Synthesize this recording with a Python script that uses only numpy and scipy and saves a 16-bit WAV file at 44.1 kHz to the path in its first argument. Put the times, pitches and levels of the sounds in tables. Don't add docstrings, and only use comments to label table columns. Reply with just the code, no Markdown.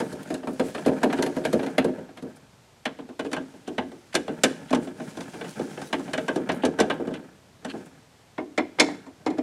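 import sys
import numpy as np
from scipy import signal
from scipy.io import wavfile
from scipy.ndimage import uniform_filter1d

SR = 44100
rng = np.random.default_rng(int(sys.argv[2]) if len(sys.argv) > 2 else 0)


def dump_mix(stems):
    frames = np.atleast_2d(stems).T
    limited = np.clip(frames, -1, 1)
    pcm = np.round(limited * 32767).astype(np.int16)
    wavfile.write(sys.argv[1], SR, pcm)


N = 415422

# time in seconds, force in dB, hardness of the contact in dB,
# ring of the loose bracket in dB; 0 is the usual hardness and ring.
KNOCKS = [(0.001, -24.5, 1, -2), (0.126, -29, 1.5, -18), (0.303, -25, -4, -3), (0.342, -37, 15.5, -6),
          (0.432, -37.5, -19, 14), (0.472, -25, -8, 1.5), (0.596, -20, -2, -0.5), (0.748, -33.5, 4, 5.5),
          (0.78, -36, -10.5, 15.5), (0.861, -14, -6, -8.5), (0.878, -28, -1.5, 2.5), (0.914, -25, -24, 5),
          (1.032, -16, -0.5, -0.5), (1.063, -34, -20, -18), (1.099, -36.5, -6.5, 15.5),
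          (1.128, -26.5, 3, 3), (1.187, -21, -17, 3), (1.225, -26.5, 14.5, -4), (1.263, -27, 6, -3.5),
          (1.365, -23, -7, -2), (1.451, -25, 7.5, 2), (1.529, -14.5, -3, -9.5), (1.593, -30.5, -8, 9),
          (1.63, -27.5, -3.5, 1), (1.664, -32.5, 2.5, 2.5), (1.781, -19, 3.5, 4.5),
          (1.845, -18, -5.5, -7.5), (1.98, -37, -25, 11), (2.089, -47.5, -14, 13), (2.173, -46, 10, 0.5),
          (2.224, -27.5, -8, -18), (2.855, -33, 13.5, 6), (2.988, -35, -9.5, 2), (3.089, -38, -6, 0),
          (3.194, -30, 5, 2.5), (3.248, -28.5, -8.5, 1), (3.316, -37, 8, -2), (3.331, -30.5, 13.5, -1),
          (3.365, -31, -1, 9.5), (3.539, -43.5, -3, -4), (3.677, -28, 0, -10), (3.781, -28, 0, 10),
          (3.917, -42, 2.5, -2), (4.143, -31.5, 12.5, -2.5), (4.152, -24, 20, -4), (4.28, -27, -7.5, 3.5),
          (4.436, -19, 20, -5), (4.706, -22.5, -2.5, -8), (4.728, -16, -3.5, 0), (4.748, -26, 8, -4),
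          (4.872, -32.5, -6, -0.5), (4.999, -33.5, -5.5, 4.5), (5.171, -31.5, 4, -10),
          (5.207, -38, 13, -4.5), (5.34, -39, -2, 6.5), (5.411, -37, 3, 6.5), (5.444, -49, 10, 8),
          (5.594, -24.5, -8, -3.5), (5.775, -37.5, -3, 8.5), (5.816, -38, 11.5, -2), (5.929, -26, 8.5, 4),
          (5.995, -29.5, -3, -13), (6.078, -35.5, -8, 7), (6.134, -32, 14.5, 3), (6.178, -30, 7, 5),
          (6.282, -27.5, 5.5, 8.5), (6.359, -20, -2.5, -7.5), (6.491, -27, 1, 10), (6.518, -33, 8, -2),
          (6.635, -18, -15, 8.5), (6.652, -38, 25.5, -4.5), (6.788, -20.5, -1, 4.5),
          (6.802, -17.5, 10, -4.5), (6.9, -28, 4, 10), (6.997, -24, -22, -3.5), (7.073, -26.5, -8, -3.5),
          (7.11, -30, -24, -2), (7.139, -42, 10, 4.5), (7.648, -31, 7, -2.5), (7.737, -30, -16, -2),
          (8.38, -28.5, -9.5, 9), (8.578, -23, 7, 4.5), (8.787, -31, 3.5, 9.5), (8.799, -19.5, 24, -4),
          (8.885, -29.5, -7.5, 5), (9.064, -39, -3, -5), (9.263, -20, 0.5, -3.5), (9.302, -31.5, 0, -6),
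          (9.383, -21.5, -7.5, -5.5)]
# upper edge in Hz,
# rise in seconds before the contact adds to it, ring t60 in seconds, tail in dB before any extra
# lingering, tail t60 in seconds.
REGISTERS = [(461, 0.0022, 0.24, -12, 0.55), (1290, 0.00047, 0.13, -20, 0.33),
             (3660, 0.0014, 0.082, -26, .45), (15000, 0.00025, 0.055, -29, 0.42)]
# dB at unit force, share of the hardness, share of the ring.
RESPONSE = [(0, 0.036, 0.16), (-5, .3, 0.6), (-13, 0.81, 1), (-22, 0.98, 0)]
# frequency in Hz, relative level in dB per Hz.
DOOR = [(25, -31.5), (55, -45.5), (85, -18), (120, -24), (190, -9), (260, -2), (450, -5.5), (750, -6.5),
        (1000, -15), (1250, -14.5), (1650, -14.5), (2050, -16), (2600, -18.5), (3700, -20.5), (5000, -26),
        (8000, -29), (10000, -32.5), (12500, -48.5), (16000, -65.5)]
# frequency in Hz, width in Hz, lift in dB above the dense modes.
PANEL = [(155.6, 22, 5.5), (237.8, 72, 2.5), (266.8, 36, 5.5), (352.6, 8.4, 5.5), (455, 22, 6),
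         (510, 33, 4.5), (627.4, 45, 9), (735, 24, 4), (916, 23, 4.5)]
# frequency in Hz, width in Hz,
# lift in dB above the dense modes.
LEFT_BRACKET = [(965, 110, 5), (1635, 100, 7), (1787, 54, 6), (2890, 94, 4), (4200, 120, 1.5),
                (4240, 210, 6), (4930, 97, 12), (6200, 100, 4.5), (6760, 190, 6), (8700, 58, -18),
                (9800, 320, 7), (11400, 290, 11)]
RIGHT_BRACKET = [(861, 55, 5), (1055, 50, 6.3), (1534, 50, 7.1), (1597, 53, 7), (1693, 99, 4.7),
                 (2360, 25, 2.3), (2650, 27, 2.5), (2970, 81, 6.2), (3473, 70, 5.2), (5140, 36, 5.5),
                 (5500, 140, 3.6), (6000, 99, 8.9), (6800, 100, 3.5), (7400, 240, 4.7), (8820, 140, 2.2),
                 (9150, 220, 4.3), (11400, 420, 5.1)]
HOLE_RIM = [(302, 43, 9.7), (780, 62, 5.6), (990, 150, 8.4), (1860, 470, 4.8), (2140, 210, 12.7),
            (2400, 130, 8.3), (3465, 100, 7.8), (3900, 68, 4.3), (4230, 89, 5.5), (4240, 90, 5),
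            (5020, 47, 9), (5400, 65, 9.9), (5580, 130, 5.6), (6498.3, 63, 9.2), (7350, 90, 3.5),
            (7270, 280, 9.5), (9100, 90, 7.2), (9560, 110, 6.4)]
# start in seconds, end in seconds, modes of the part,
# dulling in dB per octave above 5 kHz (negative brightens), extra lingering of the treble in dB.
PLACES = [(0, 2.6, LEFT_BRACKET, -5.5, 2.5), (2.6, 8, RIGHT_BRACKET, 0.4, 2), (8, 9.5, HOLE_RIM, 5.5, 2)]
# start in seconds,
# end in seconds, pressure in dB, rubbing of the hand in dB.
SPELLS = [(0.0, 0.188, -40, -55), (0.293, 0.334, -41.5, -54), (.64, 0.814, -43.5, -52),
          (0.863, 1.046, -35.5, -55.5), (1.127, 1.662, -39.5, -54), (1.823, 1.926, -39.5, -66),
          (2.248, 2.312, -49, -81), (3.26, 4.24, -57.5, -65), (4.313, 4.891, -45.5, -59.5),
          (5.063, 5.853, -43.5, -53), (5.986, 6.3, -43, -54.5), (6.378, 7.162, -41, -84),
          (7.74, 7.79, -45, -61), (8.863, 8.93, -44, -69), (9.3, 9.42, -48, -76)]
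# frequency in Hz, relative level in dB per Hz.
GRIND = [(60, -26), (150, 5), (270, 8.5), (600, 2), (1100, -7), (2000, -8.5), (4000, -29.5), (9000, -30),
         (16000, -42)]
RUB = [(500, -33.5), (2000, 5), (4000, 0.5), (6000, 1.5), (9700, -2), (11500, -12), (16000, -22)]
FIZZ = [(4000, -42), (9000, -6), (11000, 5.5), (13000, -4), (16000, -12)]
# middle in seconds,
# length in seconds, level in dB.
DRAGS = [(0.855, 0.023, -43), (1.19, 0.037, -36), (1.445, 0.018, -43), (2.187, 0.047, -49),
         (3.0, 0.055, -56), (3.262, 0.045, -45.5), (3.685, 0.04, -44.5), (4.134, 0.016, -38),
         (4.695, 0.03, -43), (6.628, 0.02, -42), (7.155, 0.061, -46), (7.703, 0.047, -39)]
# middle in seconds, length in seconds, level in dB.
REGRIPS = [(0.069, 0.24, -56.5), (.235, 0.044, -51.5), (.52, 0.15, -54.5), (.68, 0.1, -50),
           (2.297, 0.051, -64), (2.367, 0.027, -55.5), (4.845, 0.094, -54), (5.083, 0.16, -60),
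           (5.499, 0.075, -48.5), (5.875, 0.077, -51), (6.556, 0.09, -55), (7.865, 0.048, -58)]
# frequency in Hz, relative level in dB per Hz.
RASP = [(700, -15), (1600, -1), (2300, -1.5), (3200, 0.5), (4400, -10), (5500, -19), (9000, -17),
        (12000, -32), (16000, -64)]
SWISH = [(1000, -27), (2500, 0), (5000, -4.5), (8000, -0.5), (10000, -1), (11500, -6), (13000, -13),
         (16000, -17)]
AIR = [(25, -48), (50, -7), (85, 0.5), (120, 3.5), (300, -5), (700, -5.5), (1100, -10.5), (2000, -13.5),
       (3400, -15.5), (8000, -20.5), (11200, -28), (13000, -28.5), (16000, -50.5)]

CONTACT_S, HALVING_DB = 0.0024, 40
CONTACT_STRETCH = 0.58
SHARED_RING = 0.077
CHATTER_DB, REBOUND_SHARE = 1.5, 0.3
SETTLE_MIN_S, SETTLE_MAX_S, SETTLE_DB, SETTLE_HARDNESS_DB = 0.02, 0.045, -14.5, -17.5
RATTLE_DB, RATTLE_SPREAD_DB, RATTLE_HARDNESS_DB = -1, 1, -6
PRESS_S, RELAX_S = 0.16, 0.11
STROKES_PER_S, STROKE_DB = 2.9, 1.5
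GRAIN_T60_S = 0.056
FLUTTER_PER_S, FLUTTER_DB = 22, 1.5
SLEEVE_DB = -20.5
AIR_DB = -56.5
EDGE_HZ = 15900


def knocks(blows, start, end, modes, dull_db, linger_db):
    here = [row for row in blows if start <= row[0] < end]
    s, force, hardness, loose = np.transpose(here)
    count = len(s)
    out = np.zeros(N)
    t = np.arange(int(0.5 * SR)) / SR
    gaps = rng.uniform(0.0006, 0.003, count)
    settles = rng.uniform(SETTLE_MIN_S, SETTLE_MAX_S, count)
    contact = CONTACT_S * 2 ** (-hardness[:, None] / HALVING_DB)

    def metal_db(hz):
        octaves = np.log2(np.maximum(hz / 5000, 1))
        return resonances(hz, PANEL + modes) - dull_db * octaves

    for index, (_, rise, ring_t60, tail_db, tail_t60) in enumerate(REGISTERS):
        base_db, hard_share, ring_share = RESPONSE[index]
        shared = rng.standard_normal(len(t))
        fresh = rng.standard_normal((count, len(t)))
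        chatter = unit(uniform_filter1d(rng.standard_normal(fresh.shape), size=130, axis=1))
        ring = amp(-60 * t / ring_t60)
        tail = amp(tail_db + hard_share * linger_db - 60 * t / tail_t60)
        decay = np.hypot(ring, tail)
        swell = rise + CONTACT_STRETCH * contact
        onset = 1 - np.exp(-(t / swell) ** 2)
        bursts = (SHARED_RING * shared + fresh) * amp(CHATTER_DB * chatter) * decay * onset
        rings = colour(bursts.ravel(), lambda hz: register_db(hz, index) + metal_db(hz))
        rings = rings.reshape(bursts.shape)
        rings = np.array([rebound(burst, gap) for burst, gap in zip(rings, gaps)])
        energy = np.sum(rings ** 2, axis=1, keepdims=True)
        rings /= np.sqrt(energy / (SR / 40))
        blow_db = base_db + force + hard_share * hardness + ring_share * loose
        settle_db = base_db + force + SETTLE_DB + hard_share * SETTLE_HARDNESS_DB
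        for k in range(count):
            add(out, s[k] - 0.002, amp(blow_db[k]) * rings[k])
            add(out, s[k] + settles[k], amp(settle_db[k]) * rings[k - 1])
    return out


def rebound(burst, gap_s):
    second = np.pad(burst, (round(gap_s * SR), 0))[:len(burst)]
    return burst + REBOUND_SHARE * second


def register_db(hz, index):
    edges = [row[0] for row in REGISTERS]
    low_skirt = (edges[index - 1] / (hz + 1)) ** 10 if index else 0
    high_skirt = (hz / edges[index]) ** 9 if index < len(edges) - 1 else 0
    return read(DOOR, hz) - 10 * np.log10(1 + low_skirt + high_skirt)


def resonances(hz, modes):
    return sum(db / (1 + (2 * (hz - f) / width) ** 2) for f, width, db in modes)


def rattles(pressure, count=28):
    s = (np.arange(count) + rng.random(count)) / count * (N - 1) / SR
    spread = np.clip(rng.standard_normal((count, 3)), -2, 2)
    force, hardness, ring = RATTLE_SPREAD_DB * spread.T
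    pressure_db = 20 * np.log10(pressure[(s * SR).astype(int)] + 1e-6)
    return np.transpose([s, pressure_db + RATTLE_DB + force, RATTLE_HARDNESS_DB + hardness, ring])


def thread_grind(pressure):
    t = np.arange(SR // 8) / SR
    ring = rng.standard_normal(len(t)) * amp(-60 * t / GRAIN_T60_S)
    grains = signal.oaconvolve(slips(300, 2.0), ring)[:N]

    def thread_db(hz):
        return read(GRIND, hz) + resonances(hz, PANEL) + resonances(hz, RIGHT_BRACKET) / 2

    return unit(colour(grains, thread_db)) * pressure * waver(STROKES_PER_S, STROKE_DB)


def hand_rub(rubbing):
    hand = wander(colour(slips(9000, 0.88), lambda hz: read(RUB, hz)), patchy_db=1.0)
    sleeve = wander(colour(slips(9000, 1.8), lambda hz: read(FIZZ, hz)), patchy_db=3.0)
    return rubbing * waver(FLUTTER_PER_S, FLUTTER_DB) * (hand + sleeve * amp(SLEEVE_DB))


def effort(column):
    t = np.arange(N) / SR
    gains = []
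    for row in SPELLS:
        press = np.clip((t - row[0]) / PRESS_S + 1, 0, 1)
        relax = np.exp(-np.maximum(t - row[1], 0) / RELAX_S)
        gains.append(amp(row[column]) * press * relax)
    return np.max(gains, axis=0)


def blade_drags():
    return strokes(DRAGS, RASP, per_s=5400, spread_db=2.5)


def regrips():
    return strokes(REGRIPS, SWISH, per_s=10000, spread_db=5.0)


def strokes(rows, spectrum, per_s, spread_db):
    t = np.arange(N) / SR
    slide = sum(amp(db) * np.exp(-(3 * (t - s) / length) ** 2) for s, length, db in rows)
    friction = colour(slips(per_s, spread_db), lambda hz: read(spectrum, hz))
    return slide * wander(friction, patchy_db=3.0)


def slips(per_s, spread_db):
    size = amp(spread_db * np.minimum(rng.exponential(1, N), 4))
    released = rng.random(N) < per_s / SR
    return unit(size * rng.standard_normal(N) * released)


def wander(x, patchy_db):
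    z = signal.stft(x, nperseg=512)[2]
    patches = uniform_filter1d(rng.standard_normal(z.shape), size=8, axis=0)
    patches = uniform_filter1d(patches, size=14, axis=1)
    return unit(signal.istft(z * amp(patchy_db * unit(patches)))[1][:N])


def waver(per_s, depth_db):
    heights = rng.standard_normal(1000)
    position = 2 * per_s * np.arange(N) / SR
    return amp(depth_db * np.interp(position, np.arange(len(heights)), heights))


def garage():
    return amp(AIR_DB) * unit(colour(rng.standard_normal(N), lambda hz: read(AIR, hz)))


def amp(db):
    return 10 ** (np.asarray(db) / 20)


def unit(x):
    return x / np.sqrt(np.mean(x ** 2) + 1e-20)


def read(points, hz):
    f, value = np.transpose(points)
    return np.interp(np.log(hz + 1), np.log(f), value)


def add(mix, s, sound):
    part = mix[max(round(s * SR), 0):][:len(sound)]
    part += sound[:len(part)]


def colour(x, db_of):
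    hz = abs(np.fft.fftfreq(4096, 1 / SR))
    log_gain = np.log(amp(np.maximum(db_of(hz), -110)))
    taps = np.fft.ifft(np.exp(np.conj(signal.hilbert(log_gain)))).real
    return signal.oaconvolve(x, taps)[:len(x)]


def scene():
    pressure, rubbing = effort(column=2), effort(column=3)
    blows = np.vstack([KNOCKS, rattles(pressure)])
    metal = sum(knocks(blows, *place) for place in PLACES)
    friction = thread_grind(pressure) + hand_rub(rubbing) + blade_drags() + regrips()
    return (metal + friction + garage())[None]


def record(dry):
    held = dry / (1 + (dry / 0.95) ** 6) ** (1 / 6)
    lowpass = signal.firwin(511, EDGE_HZ, window=("kaiser", 9), fs=SR)
    return signal.oaconvolve(held, lowpass[None], "same")


dry = scene()
out = record(dry)
dump_mix(out)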